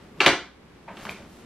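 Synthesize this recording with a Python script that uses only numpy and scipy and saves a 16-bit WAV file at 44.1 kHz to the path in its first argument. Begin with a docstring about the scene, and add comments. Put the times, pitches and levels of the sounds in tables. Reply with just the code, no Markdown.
"""The lid of a small electric grill is pressed shut in a living room. It clacks on its catch, then
slams home: the plastic-wrapped grill's metal plates ring, the table thuds and a short room tail follows.
A hand then shifts on the housing with dull bumps, then light knocks and clicks, while the wrapping
under the grill rustles. A low hum lies under it all; two close microphone ports hear the scene and
differ chiefly in the treble."""
import sys
import numpy as np
from scipy import signal
from scipy.fft import rfft, irfft
from scipy.io import wavfile
from scipy.ndimage import uniform_filter1d, minimum_filter1d

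SR = 44100
rng = np.random.default_rng(int(sys.argv[2]) if len(sys.argv) > 2 else 0)


def put_to_file(sound):
    """Save the sound as 16-bit audio at rate SR, in the file named by the first command-line argument."""
    columns = np.atleast_2d(sound).T  # one column per channel
    safe = np.clip(columns, -1, 1)
    whole_steps = np.round(safe * 32767)
    wavfile.write(sys.argv[1], SR, whole_steps.astype(np.int16))


N = 63945


def undb(db):
    """Amplitude ratio of a level in decibels."""
    return 10 ** (np.asarray(db) / 20)


def clock():
    """Uniform sampling: the time of every sample [s]."""
    return np.arange(N) / SR


def unit(x):
    """Normalisation to rms 1."""
    return x / np.sqrt(np.mean(x ** 2) + 1e-20)


def conv(x, response):
    """Convolution with an impulse response."""
    return signal.fftconvolve(x, response)[:N]


def delay(x, s):
    """Time shift by s seconds."""
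    return np.concatenate([np.zeros(max(int(s * SR), 0)), x])[:N]


def curve(points):
    """Amplitude envelope through (time [s], level [dB]) points."""
    return undb(np.interp(clock(), *np.array(points).T))


def log_frequencies():
    """Logarithmic frequency axis of a spectrum of 2 N samples."""
    return np.log(np.arange(N + 1) * SR / (2 * N) + 1)


def colour(x, points, keep_power=True):
    """Minimum-phase filter through (frequency [Hz], level [dB]) points."""
    hz, db = np.array(points, float).T
    gain = undb(np.interp(log_frequencies(), np.log(hz), db))
    cepstrum = irfft(np.log(unit(gain) if keep_power else gain))
    cepstrum[1:N] *= 2  # folding the cepstrum makes the filter causal
    cepstrum[N + 1:] = 0
    return irfft(rfft(x, 2 * N) * np.exp(rfft(cepstrum)))[:N]


def fade(t60):
    """Exponential decay by 60 dB in t60 seconds."""
    return np.exp(-np.log(1000) * clock() / max(t60, 1e-3))


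def rise(s):
    """First-order build-up with a time constant of s seconds."""
    return 1 - np.exp(-clock() / s)


def ring(modes):
    """Modal superposition: damped sines of alternating sign."""
    return sum((-1) ** k * undb(db) * fade(t60) * np.sin(2 * np.pi * hz * clock())
               for k, (hz, db, t60) in enumerate(modes))


def burst(envelope, smooth_hz=120):
    """Spectral whitening: a noise burst with broad peaks and dips levelled, its fine structure kept."""
    spectrum = rfft(rng.standard_normal(N) * envelope)
    power = uniform_filter1d(np.abs(spectrum) ** 2, size=int(smooth_hz * N / SR))
    whitened = irfft(spectrum / np.sqrt(power / power.mean() + 1e-9), N)
    return whitened * (clock() < N / SR / 2)


def background():
    """Stationary noise: the room's broadband air and a narrow band that hums."""
    # spectrum of the air (frequency [Hz], level [dB])
    air_colour = [(25, -16), (70, -6), (196, -3.5), (383, -7), (640, -10.5), (1120, -13), (2240, -18.5),
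                  (5000, -31), (10600, -40.5), (15000, -51.5)]
    hum_hz = 66
    hum_colour = [(hum_hz / 2, -30), (hum_hz, 0), (hum_hz * 2, -22), (hum_hz * 10, -80)]
    hum = colour(rng.standard_normal(N), hum_colour)
    air = colour(rng.standard_normal(N), air_colour)
    return undb(-55) * air + undb(-61) * hum


def hiss():
    """Anti-phase noise: a faint hiss that lies only in the difference of the two channels, with opposite sign
    in each."""
    # spectrum of the hiss (frequency [Hz], level [dB])
    hiss_colour = [(25, -10), (200, -2.5), (500, 0), (1000, -8.5), (2000, -8.5), (3400, -14), (5000, -17),
                   (7500, -27), (12000, -23.5), (15000, -32.5)]
    return undb(-59) * colour(rng.standard_normal(N), hiss_colour)


def handling():
    """Structure-borne sound: dull handling noise travels through the table."""
    # envelope of the handling (time [s], level [dB])
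    levels = [(0, -51.5), (.14, -48), (.22, -42.5), (.56, -64.5), (.61, -55.5), (.7, -54.5), (.86, -54.5),
              (.92, -47), (1.0, -48.5), (1.1, -45), (1.18, -50.5), (1.26, -49), (1.31, -52), (1.35, -50),
              (1.45, -48)]
    # its spectrum (frequency [Hz], level [dB])
    handling_colour = [(40, -21), (110, -11.5), (195, -1), (290, -6.5), (390, -7), (600, -18.5),
                       (1500, -30), (5000, -50)]
    return colour(rng.standard_normal(N), handling_colour) * curve(levels)


def room():
    """Reverberation: diffuse reflections build up quickly and are absorbed band by band."""
    # bands of the tail (frequency [Hz], extra absorption [dB/s], level [dB])
    bands = [(102.8, 13.5, 9.5), (307.7, 16, -0.5), (970, 5.5, 0.5), (2530, 10, -6), (5400, 3.5, -1),
             (8000, 47, 1.5), (11600, 165, -4)]
    envelope = rise(0.0011) * fade(t60=0.36)
    spectrum = rfft(burst(envelope), 2 * N)
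    log_centres = np.log([row[0] for row in bands])
    tail = 0
    for share, (_, absorption, db) in zip(np.eye(len(bands)), bands):
        band = irfft(spectrum * np.interp(log_frequencies(), log_centres, share))[:N]
        tail = tail + undb(db - absorption * clock()) * band
    return delay(tail / np.linalg.norm(envelope), s=.003)


def crinkles(per_s=3300, spread_db=2.5):
    """A Poisson process of tiny clicks of uneven size."""
    size = undb(spread_db * np.minimum(rng.exponential(size=N), 4))
    clicks = rng.random(N) < per_s / SR
    return unit(clicks * size * rng.choice([-1, 1], N))


def wrapping():
    """Crackling noise: clicks of the plastic film merge into a rustle with a few crisp flurries."""
    # envelope of the rustle (time [s], level [dB])
    rustle_levels = [(0, -52), (.14, -62.5), (.2, -48.5), (.55, -79.5), (.69, -61), (.77, -62), (.86, -60),
                     (.94, -53), (.98, -44), (1.03, -42.5), (1.1, -64), (1.15, -47), (1.22, -51.5),
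                     (1.28, -58), (1.45, -53.5)]
    # its spectrum (frequency [Hz], level [dB])
    rustle_colour = [(100, -6.5), (250, 1), (600, -0.5), (1300, -2), (3000, -5), (5000, -14), (8000, -21),
                     (13000, -29), (16000, -37)]
    # Gaussian flurries of crackle (time [s], level [dB], standard deviation [s])
    crackles = [(.975, -70, 0.018), (1.045, -52, 0.02), (1.105, -45.5, .011), (1.35, -61.5, 0.07)]
    # their spectrum (frequency [Hz], level [dB])
    crackle_colour = [(1000, -16), (4000, 4), (7000, -3.5), (13000, -5.5), (16000, -18)]
    flurries = sum(undb(db) * np.exp(-.5 * ((clock() - s) / width) ** 2) for s, db, width in crackles)
    rustle = colour(crinkles() * curve(rustle_levels), rustle_colour)
    return rustle + colour(crinkles() * flurries, crackle_colour)


def contact(hz, t60):
    """Impact transient: the struck spot gives off a few damped cycles."""
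    envelope = fade(t60) * rise(0.00052) ** 2
    return envelope / envelope.max() * np.sin(2 * np.pi * hz * clock())


def clatter(t60):
    """Modal overlap: the shell's many close modes blend into noise, new at each strike."""
    # spectrum of the shell (frequency [Hz], level [dB])
    shell_colour = [(60, -39), (130, -31), (220, -13.5), (350, 0), (500, 2), (800, -2), (1300, 1.5),
                    (1650, -2), (1920, -5), (2250, 5), (2550, -2.5), (2850, 2.5), (3400, -5.5), (4700, -7),
                    (5200, -18.5), (5800, -14.5), (7000, -23), (8300, -23.5), (10000, -43), (13000, -36.5),
                    (16000, -50.5)]
    return colour(burst(fade(t60)), shell_colour)


def bumps():
    """Soft impacts with friction: the hand lands on the lid in dull, scuffing touches."""
    # touches of the hand (time [s], level [dB], frequency [Hz])
    touches = [(0.8777, -40.5, 880), (.8812, -33.5, 930), (.8845, -35.5, 624), (0.8912, -37.5, 970),
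               (0.903, -45, 1277), (.911, -43, 597)]
    # spectrum of the scuff (frequency [Hz], level [dB])
    scuff_colour = [(100, -9), (400, -7.5), (650, -4), (1000, 1.5), (1500, 2.5), (2400, 1), (3500, -15.5),
                    (6000, -27.5), (15000, -51)]
    out = 0
    for s, db, hz in touches:
        scuff = undb(-11) * colour(burst(fade(t60=0.12)), scuff_colour)
        out = out + delay(undb(db) * (contact(hz, t60=0.027) + scuff), s)
    return out


def knocks():
    """Impulsive excitation: the housing knocks and clicks lightly under the hand."""
    # light blows (time [s], level [dB], frequency [Hz], t60 [s], relative clatter level [dB])
    taps = [(0.9703, -37, 3030, 0.0028, 3), (1.0524, -24, 1060, 0.003, -4), (1.0687, -25, 1570, 0.003, -16),
            (1.0798, -38, 1300, .007, 0), (1.090, -25.5, 616, 0.0051, -7.5),
            (1.0933, -20.5, 2370, 0.0074, -11), (1.0944, -29, 3200, 0.0025, -13),
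            (1.145, -45, 2580, 0.014, 3), (1.204, -37, 570, 0.017, -26)]
    out = 0
    for s, db, hz, t60, clatter_db in taps:
        shell = undb(clatter_db - 3) * clatter(t60=0.027)
        out = out + delay(undb(db) * (contact(hz, t60) + shell), s)
    return out


def thud():
    """Damped resonance: the table gives under the slam and answers in its low modes."""
    # modes of the table (frequency [Hz], level [dB], t60 [s])
    modes = [(66.9, -15, 0.33), (132, -12, 0.16), (144.8, 0, .17), (229.4, 0, 0.11)]
    return delay(undb(-24.5) * ring(modes) * rise(0.0045), s=.263)


def plates():
    """Free vibration: the metal plates ring on after each clack."""
    # modes of the plates and lid (frequency [Hz], level [dB], t60 [s])
    modes = [(322, -18.5, 0.24), (370.4, 3.5, 0.27), (558, -5, 0.21), (717, -1.5, 0.247),
             (841.5, 1.5, 0.23), (1002, -5.5, 0.28), (1082, -9.5, .38), (1236, -1, 0.1), (1412, -2, .25),
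             (1645, -0.5, 0.23), (1730, -1, .22), (2204, -0.5, 0.11), (2302, -2, 0.26), (2715, -1, 0.22),
             (3240, -6, .26)]
    # the two clacks that excite them (time [s], level [dB])
    clacks = [(0.2043, -5.5), (0.2618, 0.5)]
    tone = undb(-25) * ring(modes)
    return sum(delay(undb(db) * tone, s) for s, db in clacks)


def catch():
    """Broadband transient: the catch ticks brightly as it shuts."""
    # spectrum of the tick (frequency [Hz], level [dB])
    tick_colour = [(1500, -15.5), (4500, 7), (6000, -0.5), (7800, -5.5), (10000, -6.5), (13000, -13),
                   (16000, -36.5)]
    return delay(undb(-14.5) * colour(burst(fade(t60=0.011)), tick_colour), s=.2627)


def lid():
    """Impacts on coupled bodies: each contact cracks, rattles the shell and thumps the base."""
    # lid contacts (time [s], level [dB], frequency [Hz], relative clatter level [dB], thump level [dB])
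    impacts = [(0.204, -7.5, 2730, -1.5, -13.5), (0.2062, -6, 2580, -4.5, -18),
               (.2110, -15, 1270, 2.5, -13.5), (0.2161, -21.5, 2900, 8, -20), (0.2323, -22, 1270, 4, -16.5),
               (.2470, -14, 1290, 0.5, -14), (.2615, -9, 3930, -1, -16), (0.2625, -1.5, 2182, -2.5, -10),
               (0.2644, -3.5, 3324, -5.5, -14), (.2672, -6.5, 733, -4, -3.5),
               (0.2712, -14.5, 3977, -8, -15), (.2805, -8, 1567, -5.5, -18)]
    # modes of the base on the table (frequency [Hz], level [dB], t60 [s])
    base_modes = [(291, -2.5, 0.12), (344.3, -2.5, .12), (416, -4.5, .09), (490, -4, 0.075),
                  (708, -7.5, 0.098)]
    thump = undb(-17.5) * ring(base_modes) * rise(.001)
    out = 0
    for s, db, hz, clatter_db, thump_db in impacts:
        blow = contact(hz, t60=0.0041) + undb(clatter_db - 7) * clatter(t60=0.058)
        out = out + delay(undb(db) * blow + undb(thump_db) * thump, s)
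    return out


def scene():
    """Superposition of direct sound and room, as the sum and difference of two close ports."""
    # response of the left-right difference (frequency [Hz], level [dB])
    side_colour = [(100, -42), (400, -26.5), (1000, -20.5), (2000, -13.5), (3200, -9.5), (4500, -3),
                   (7000, 4), (13000, 12.5)]
    direct = catch() + lid() + bumps() + knocks() + undb(-3.5) * wrapping()
    mid = direct + plates() + thud() + conv(direct, room()) + handling() + background()
    side = undb(-11) * delay(direct, s=.0002) + conv(direct, room())
    side = colour(side, side_colour, keep_power=False) + hiss()
    return np.array([mid + side, mid - side])


def record(dry):
    """Peak limiting with one fast gain for both channels, then low-pass filtering."""
    limit, hold_s, cutoff_hz = 1.0, .002, 14700
    hold = int(hold_s * SR)
    needed_gain = limit / np.maximum(np.abs(dry).max(axis=0), limit)
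    gain = uniform_filter1d(minimum_filter1d(needed_gain, size=hold), size=hold)
    lowpass = signal.ellip(8, .2, 80, cutoff_hz, fs=SR, output="sos")
    return signal.sosfilt(lowpass, dry * gain)


dry = scene()
out = record(dry)
put_to_file(out)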